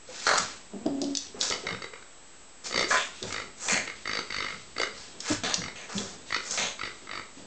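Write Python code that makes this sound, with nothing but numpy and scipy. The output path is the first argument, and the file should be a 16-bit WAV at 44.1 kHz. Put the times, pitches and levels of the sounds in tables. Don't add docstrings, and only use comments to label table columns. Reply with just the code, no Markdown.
import sys
import numpy as np
from scipy import signal
from scipy.fft import irfft
from scipy.io import wavfile
from scipy.ndimage import uniform_filter1d

SR = 44100
rng = np.random.default_rng(int(sys.argv[2]) if len(sys.argv) > 2 else 0)


def to_wav(sig):
    pcm = np.clip(np.atleast_2d(sig), -1, 1) * 32767
    pcm = np.round(pcm).astype(np.int16)
    wavfile.write(sys.argv[1], SR, pcm.T)


N = 329150
EDGE_HZ = 8650
HZ = np.fft.rfftfreq(4096, 1 / SR) + 1

# first_beat_s, last_beat_s, beats_per_s, first_db, middle_db, last_db, boom_db
GRUNTS = [(1.511, 1.523, 90, -27, -22, -23.5, -1), (1.669, 1.748, 45, -26.5, -30.5, -33.5, 1),
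          (1.822, 1.843, 52, -32, -36, -32.5, 3.5), (1.937, 1.958, 62, -36, -36, -43, 0),
          (2.026, 2.045, 45, -43.5, -47, -63, -7), (2.711, 2.844, 59, -33, -20, -26.5, 8),
          (3.307, 3.42, 48.8, -35.5, -28, -35.5, -1), (3.877, 3.923, 51, -29.5, -33, -48, 4),
          (4.057, 4.191, 51.2, -29.5, -26, -24.5, 1), (4.305, 4.546, 50.5, -30, -27.5, -39.5, -2.5),
          (4.766, 4.834, 58.3, -32.5, -22.5, -22.5, 10), (5.619, 5.683, 49, -34, -33, -33.5, -7),
          (6.307, 6.365, 54.5, -32, -22, -23.5, -2.5), (6.794, 6.876, 51, -33.5, -28, -34, -4.5),
          (7.073, 7.217, 52, -39.5, -30, -39.5, -3)]
# frequency_hz, gain_db
FLAP_TONE = [(120, -5.5), (420, -5.5), (580, -1.5), (880, -3.5), (1270, -0.5), (1950, 4), (2500, -0.5),
             (2950, -8), (3750, -4), (4650, -1.5), (5450, -11.5), (6350, -12.5), (7300, -24)]
# start_s, length_s, level_db, mouth_hz, mouth_glide_octaves, mouth_lift_db,
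# nose_hz, nasal_treble_db, palate_flutters_per_s, flutter_depth (0-1)
SNORTS = [(0.266, 0.095, -21, 1435, -0.36, 12.5, 4200, 7.5, 45, 0.37),
          (2.905, 0.056, -21.5, 1780, 0.082, 14, 1046, 6.5, 99, 0.05),
          (2.97, 0.05, -30.5, 2870, -0.16, 26, 3480, -19, 97, 0.5),
          (3.685, .088, -26, 2300, -0.094, 18.5, 4400, 14.5, 87, 0.8),
          (5.435, 0.083, -29, 3180, 0.036, 8, 1740, 8.5, 80, 0.3),
          (5.757, 0.087, -42.5, 2680, -0.095, 16, 1793, 16, 71, 0.01),
          (6.575, 0.09, -28, 2563, 0.17, 14.5, 3860, 16.5, 130, 0.2)]
# frequency_hz, gain_db
AIRWAY_TONE = [(80, -12), (350, -7), (630, 5.5), (950, 1), (1800, -5.5), (2900, -12), (4500, -5),
               (5400, -13), (7400, -13)]
# start_s, peak_s, end_s, peak_db, hiss_centre_hz, hiss_width_octaves
SNIFFS = [(0.02, 0.264, 0.31, -36.5, 4740, 1.05), (0.363, 0.388, 0.39, -20, 6300, 1.3),
          (0.388, 0.395, 0.59, -36, 4060, 1.1), (1.382, 1.43, 1.556, -28, 5560, 0.56),
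          (2.631, 2.659, 2.74, -34, 5500, 0.87), (2.86, 2.9, 3.09, -32.5, 7300, 0.78),
          (3.147, 3.293, 3.46, -41, 5900, 1.6), (3.559, 3.716, 3.8, -27.5, 7700, 0.42),
          (4.949, 4.979, 5.13, -44.5, 4600, 0.36), (5.191, 5.329, 5.37, -29, 6500, 2.6),
          (5.377, 5.392, 5.38, -32.5, 4700, 0.19), (5.883, 5.89, 6.17, -39.5, 1200, 4.2),
          (5.883, 5.988, 6.17, -37.5, 6000, 0.58), (6.385, 6.54, 6.72, -32, 6200, 0.51)]
# frequency_hz, gain_db
NOSTRIL_TONE = [(100, -7), (600, 3), (1600, 1.5), (3200, -6), (7500, -3), (9000, -15.5)]
# start_s, length_s, level_db, slips_per_s, jolt_db,
# grip_roughness (1 and above is all noise)
SHOVES = [(0.73, 0.036, -37, 202, 0, 0.48), (0.806, 0.056, -44, 235, -1, .3),
          (0.855, 0.18, -33.5, 274, 10, 1.23), (1.011, 0.11, -34, 279, 5.5, 0.87),
          (5.298, 0.022, -30.5, 296, 6.5, 0.48)]
# centre_hz, width_hz, gain_db
BODY_MODES = [(255, 51, 7), (363.6, 14, 12), (422, 20, -12), (656, 82, 0.5)]
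# start_s, level_db, pitch_hz
THUMPS = [(0.088, -45, 520), (0.394, -43, 186), (1.344, -39.5, 413), (1.5, -35.5, 417), (1.636, -37, 388),
          (1.713, -39.5, 166.5), (2.748, -38.5, 241.6), (3.221, -36, 368.9), (3.23, -41.5, 119),
          (3.72, -34.5, 210), (4.532, -46.5, 166), (5.302, -36.5, 96), (5.433, -35.5, 252),
          (5.578, -37, 174.8), (5.95, -33, 193), (6.001, -41.5, 401), (6.59, -41.5, 220),
          (7.37, -46.5, 281)]
# start_s, level_db, centre_hz
CLAW_CLICKS = [(0.274, -23.5, 5440), (1.016, -28, 5350), (0.862, -37.5, 4400), (1.041, -35, 4470),
               (1.151, -23, 4570), (1.171, -22, 4850), (1.411, -20, 4500), (1.431, -31, 4600),
               (1.5, -23.5, 4800), (3.227, -28, 4200), (3.325, -28.5, 5080), (3.852, -39, 7600),
               (5.204, -27, 5130), (5.46, -27.5, 3740), (5.541, -17, 4700), (5.980, -24, 4008),
               (6.509, -24, 6300)]
# frequency_hz, gain_db
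HISS_TONE = [(26, 1.5), (45, 5.5), (90, 0), (300, 3), (1200, 0.5), (6000, -6.5), (7400, 0), (8100, -21)]
# pitch_hz, level_db
CAMERA_WHINE = [(7705, -58.5), (8320, -67)]
# frequency_hz, t60_s
ROOM_DECAY = [(100, .4), (500, .36), (1500, .39), (4000, .39), (8000, .33)]


def grunter(level_db=1.0, uneven_db=0.56, open_db=-5, lead_s=0.0018, pipe_hz=421.4, end_echo=0.54,
            boom_hz=450, rasp=0.95, brighten=0.67, usual_db=-25):
    out = np.zeros(N)
    for first_s, last_s, rate, *pressure_db, boom_db in GRUNTS:
        pressure_curve = np.polyfit([0, .5, 1], pressure_db, 2)
        squeeze_db = boom_db * (hump(boom_hz, 0.53) + rasp * hump(7500, 0.15))
        for progress in np.linspace(0, 1, round((last_s - first_s) * rate) + 1):
            slap_s = first_s + progress * (last_s - first_s)
            beat_db = np.polyval(pressure_curve, progress)
            flexed_hz = pipe_hz * (1 + 0.0052 * rng.standard_normal())
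            echo = end_echo * np.exp(-1j * np.pi * HZ / flexed_hz)
            pipe = amp(curve(FLAP_TONE)) / abs(1 + echo)
            bright_db = brighten * (beat_db - usual_db) * hump(5500, 0.62)
            tone = pipe * amp(squeeze_db + bright_db)
            opening_s = -lead_s * (1 + rng.standard_normal() / 10)
            for lag_s, stroke_db in (opening_s, open_db), (0, 0):
                flick = snap(decay_s=0.0023, grit=2.2)
                gain = amp(level_db + beat_db + stroke_db + uneven_db * rng.standard_normal())
                add(out, slap_s + lag_s, gain * colour_same_energy(flick, tone))
    return out


def snorts(level_db=-1, attack_s=0.00078, release_s=0.036, sag_db=-3, jitter=0.12, nose_db=7):
    out = np.zeros(N)
    for start_s, length_s, db, mouth_hz, glide, mouth_db, nose_hz, treble_db, rate, depth in SNORTS:
        t = clock(2 * length_s)
        release = np.exp(-np.maximum(t - length_s, 0) / release_s)
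        flow = np.minimum(t / attack_s, 1) * amp(sag_db * t / length_s) * release
        cycles = np.cumsum(rate * np.exp(jitter * wander(len(t), span=300))) / SR
        flutter = unit_rms(np.exp(-(cycles % 1) / 0.27))
        chop = unit_rms(1 - depth + depth * flutter)
        air = flow * chop * wet_air(len(t), sputter_db=2, grain_samples=60)
        nasal_db = curve(AIRWAY_TONE) + nose_db * hump(nose_hz, 0.11) + treble_db * hump(6440, 0.12)
        progress = np.minimum(t / length_s, 1)
        for share, octaves in (1 - progress, -glide / 2), (progress, glide / 2):
            airway = amp(nasal_db + mouth_db * hump(mouth_hz * 2 ** octaves, 0.39))
            add(out, start_s, amp(level_db + db) * colour(share * air, airway))
    return out


def sniffs(level_db=-1, range_db=16, lift_db=13):
    out = np.zeros(N)
    for start_s, peak_s, end_s, db, centre_hz, octaves in SNIFFS:
        t = clock(end_s - start_s)
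        swell_db = np.interp(t + start_s, [start_s, peak_s, end_s], [-range_db, 0, -range_db])
        flow = amp(swell_db) * signal.windows.tukey(len(t), .1)
        flow *= np.minimum(2 * t / abs(peak_s - start_s), 1)
        hiss = flow * wet_air(len(t), sputter_db=3, grain_samples=90)
        nostrils = amp(curve(NOSTRIL_TONE) + lift_db * hump(centre_hz, octaves))
        add(out, start_s, amp(level_db + db) * colour(hiss, nostrils))
    return out


def rubber_judder(grip_s=.007, jolt_s=0.04, settle_s=0.055, release_s=0.025, jitter=0.065, overtone_db=-4):
    out = np.zeros(N)
    body = resonances(BODY_MODES) / (1 + (HZ / 1100) ** 2)
    for start_s, length_s, db, slip_hz, jolt_db, grip_roughness in SHOVES:
        t = clock(length_s + 0.1)
        release = np.exp(-np.maximum(t - length_s, 0) / release_s)
        force = np.minimum(t / grip_s, 1) * amp(jolt_db * np.exp(-t / jolt_s)) * release
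        roughness = np.clip(grip_roughness * np.exp(-t / settle_s), 0, 1)
        cycles = np.cumsum(slip_hz * (1 + jitter * roughness * wander(len(t), span=200))) / SR
        slips = sum(amp(overtone_db * k) * np.cos(2 * np.pi * (k + 1) * cycles) for k in range(4))
        even = unit_rms(colour(slips, body)[:len(t)])
        ragged = unit_rms(colour(rng.standard_normal(len(t)), body)[:len(t)])
        judder = np.sqrt(1 - roughness) * even + np.sqrt(roughness) * ragged
        add(out, start_s, amp(db) * force * judder)
    return out


def thumps(level_db=6, ring_s=.014, scuff_db=-6):
    out, t = np.zeros(N), clock(10 * ring_s)
    for start_s, db, pitch_hz in THUMPS:
        knock = np.sin(2 * np.pi * pitch_hz * t) * np.minimum(t * pitch_hz, 1) * np.exp(-t / ring_s)
        add(out, start_s, amp(level_db + db) * knock)
        add(out, start_s, amp(level_db + db + scuff_db) * scuff(pitch_hz, decay_s=0.05))
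    return out


def claw_clicks(lift_db=23, skid_s=0.0011):
    out, t = np.zeros(N), clock(10 * skid_s)
    for start_s, db, centre_hz in CLAW_CLICKS:
        skid = unit_rms(t * np.exp(-t / skid_s) * rng.choice([-1, 1], len(t))) / 2
        add(out, start_s, amp(db) * colour(skid, amp(lift_db * hump(centre_hz, 0.68))))
    return out


def scuffle(step_s=.09, stop_s=1.8, resume_s=2.64, spread_db=5.5, scrape_db=-53, pad_db=-57, board_db=-67):
    out = np.zeros(N)
    for start_s in np.r_[np.arange(.03, stop_s, step_s), np.arange(resume_s, N / SR, step_s)]:
        for db, band_hz in (scrape_db, 4000), (pad_db, 300), (board_db, 85):
            lag_s = step_s * rng.random() / 2
            gain = amp(db + spread_db * rng.standard_normal())
            add(out, start_s + lag_s, gain * scuff(band_hz, decay_s=0.098))
    return out


def room(x, wet_db, build_s=0.0009):
    t = clock(.7)
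    reflections = rng.standard_normal(len(t)) * (rng.random(len(t)) < .1) * (1 - np.exp(-t / build_s))
    hz, age_s, bands = signal.stft(reflections, SR, nperseg=256)
    decay = amp(-60 * age_s / curve(ROOM_DECAY, hz)[:, None])
    _, tail = signal.istft(bands * decay, SR, nperseg=256)
    return x + amp(wet_db) * signal.fftconvolve(x, tail / np.linalg.norm(tail))[:N]


def background(hiss_db=-54, drift_rad=0.022):
    out = amp(hiss_db) * unit_rms(colour(rng.standard_normal(N), amp(curve(HISS_TONE)))[:N])
    for pitch_hz, db in CAMERA_WHINE:
        phase = np.cumsum(2 * np.pi * pitch_hz / SR + drift_rad * rng.standard_normal(N))
        out += amp(db) * np.sqrt(2) * np.sin(phase)
    return out


def snap(decay_s, grit):
    t = clock(.02)
    puff = rng.standard_normal(len(t)) * np.exp(-t / decay_s)
    puff *= grit / np.linalg.norm(puff)
    puff[0] += 1
    return puff / np.linalg.norm(puff) * np.sqrt(SR / 400)


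def wet_air(samples, sputter_db, grain_samples):
    grains = np.clip(wander(samples, grain_samples), -2, 2)
    return unit_rms(amp(sputter_db * grains)) * rng.standard_normal(samples)


def scuff(hz, decay_s, slope=1.63):
    t = clock(5 * decay_s)
    push = rng.standard_normal(len(t)) * np.minimum(2 * t / decay_s, 1) * np.exp(-t / decay_s)
    band = 1 / ((HZ / hz / 1.17) ** slope + (hz / HZ / 1.46) ** slope)
    return colour_same_energy(push, band)


def wander(samples, span):
    return unit_rms(uniform_filter1d(rng.standard_normal(samples), size=span))


def colour(x, gain):
    rolled_off = gain / gain.max() / np.sqrt(1 + (HZ / EDGE_HZ) ** 16)
    log_gain = np.log(np.maximum(rolled_off, 1e-4))
    mirrored = np.r_[log_gain, log_gain[-2:0:-1]]
    minimum_phase = np.exp(np.conj(signal.hilbert(mirrored)))
    taps = irfft(minimum_phase[:len(HZ)])
    return signal.fftconvolve(x, taps / np.linalg.norm(taps))


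def colour_same_energy(x, gain):
    sound = colour(x, gain)
    return sound * np.linalg.norm(x) / np.linalg.norm(sound)


def resonances(modes):
    return np.sqrt(sum(amp(db) ** 2 / (1 + ((HZ ** 2 - hz ** 2) / (HZ * width_hz)) ** 2)
                       for hz, width_hz, db in modes))


def curve(points, hz=HZ):
    point_hz, values = np.transpose(points)
    return np.interp(np.log(hz + 1), np.log(point_hz + 1), values)


def hump(hz, octaves):
    return np.exp(-.5 * (np.log2(HZ / hz) / octaves) ** 2)


def amp(db):
    return 10 ** (np.asarray(db) / 20)


def unit_rms(x):
    return x / np.sqrt(np.mean(x ** 2) + 1e-20)


def clock(length_s):
    return np.arange(max(int(length_s * SR), 2)) / SR


def add(mix, start_s, sound):
    part = mix[max(round(start_s * SR), 0):][:len(sound)]
    part += sound[:len(part)]


def scene():
    dog = room(snorts() + sniffs(), wet_db=-3.5) + room(claw_clicks() + scuffle(), wet_db=-2.5)
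    toy = room(grunter(), wet_db=-3.0) + room(thumps(), wet_db=-2.5) + room(rubber_judder(), wet_db=-12.0)
    return (dog + toy + background())[None]


def record(dry):
    offset = -.0024
    low_pass = signal.firwin(101, EDGE_HZ, window=("kaiser", 8), fs=SR)
    return signal.oaconvolve(dry, low_pass[None], "same") + offset


dry = scene()
out = record(dry)
to_wav(out)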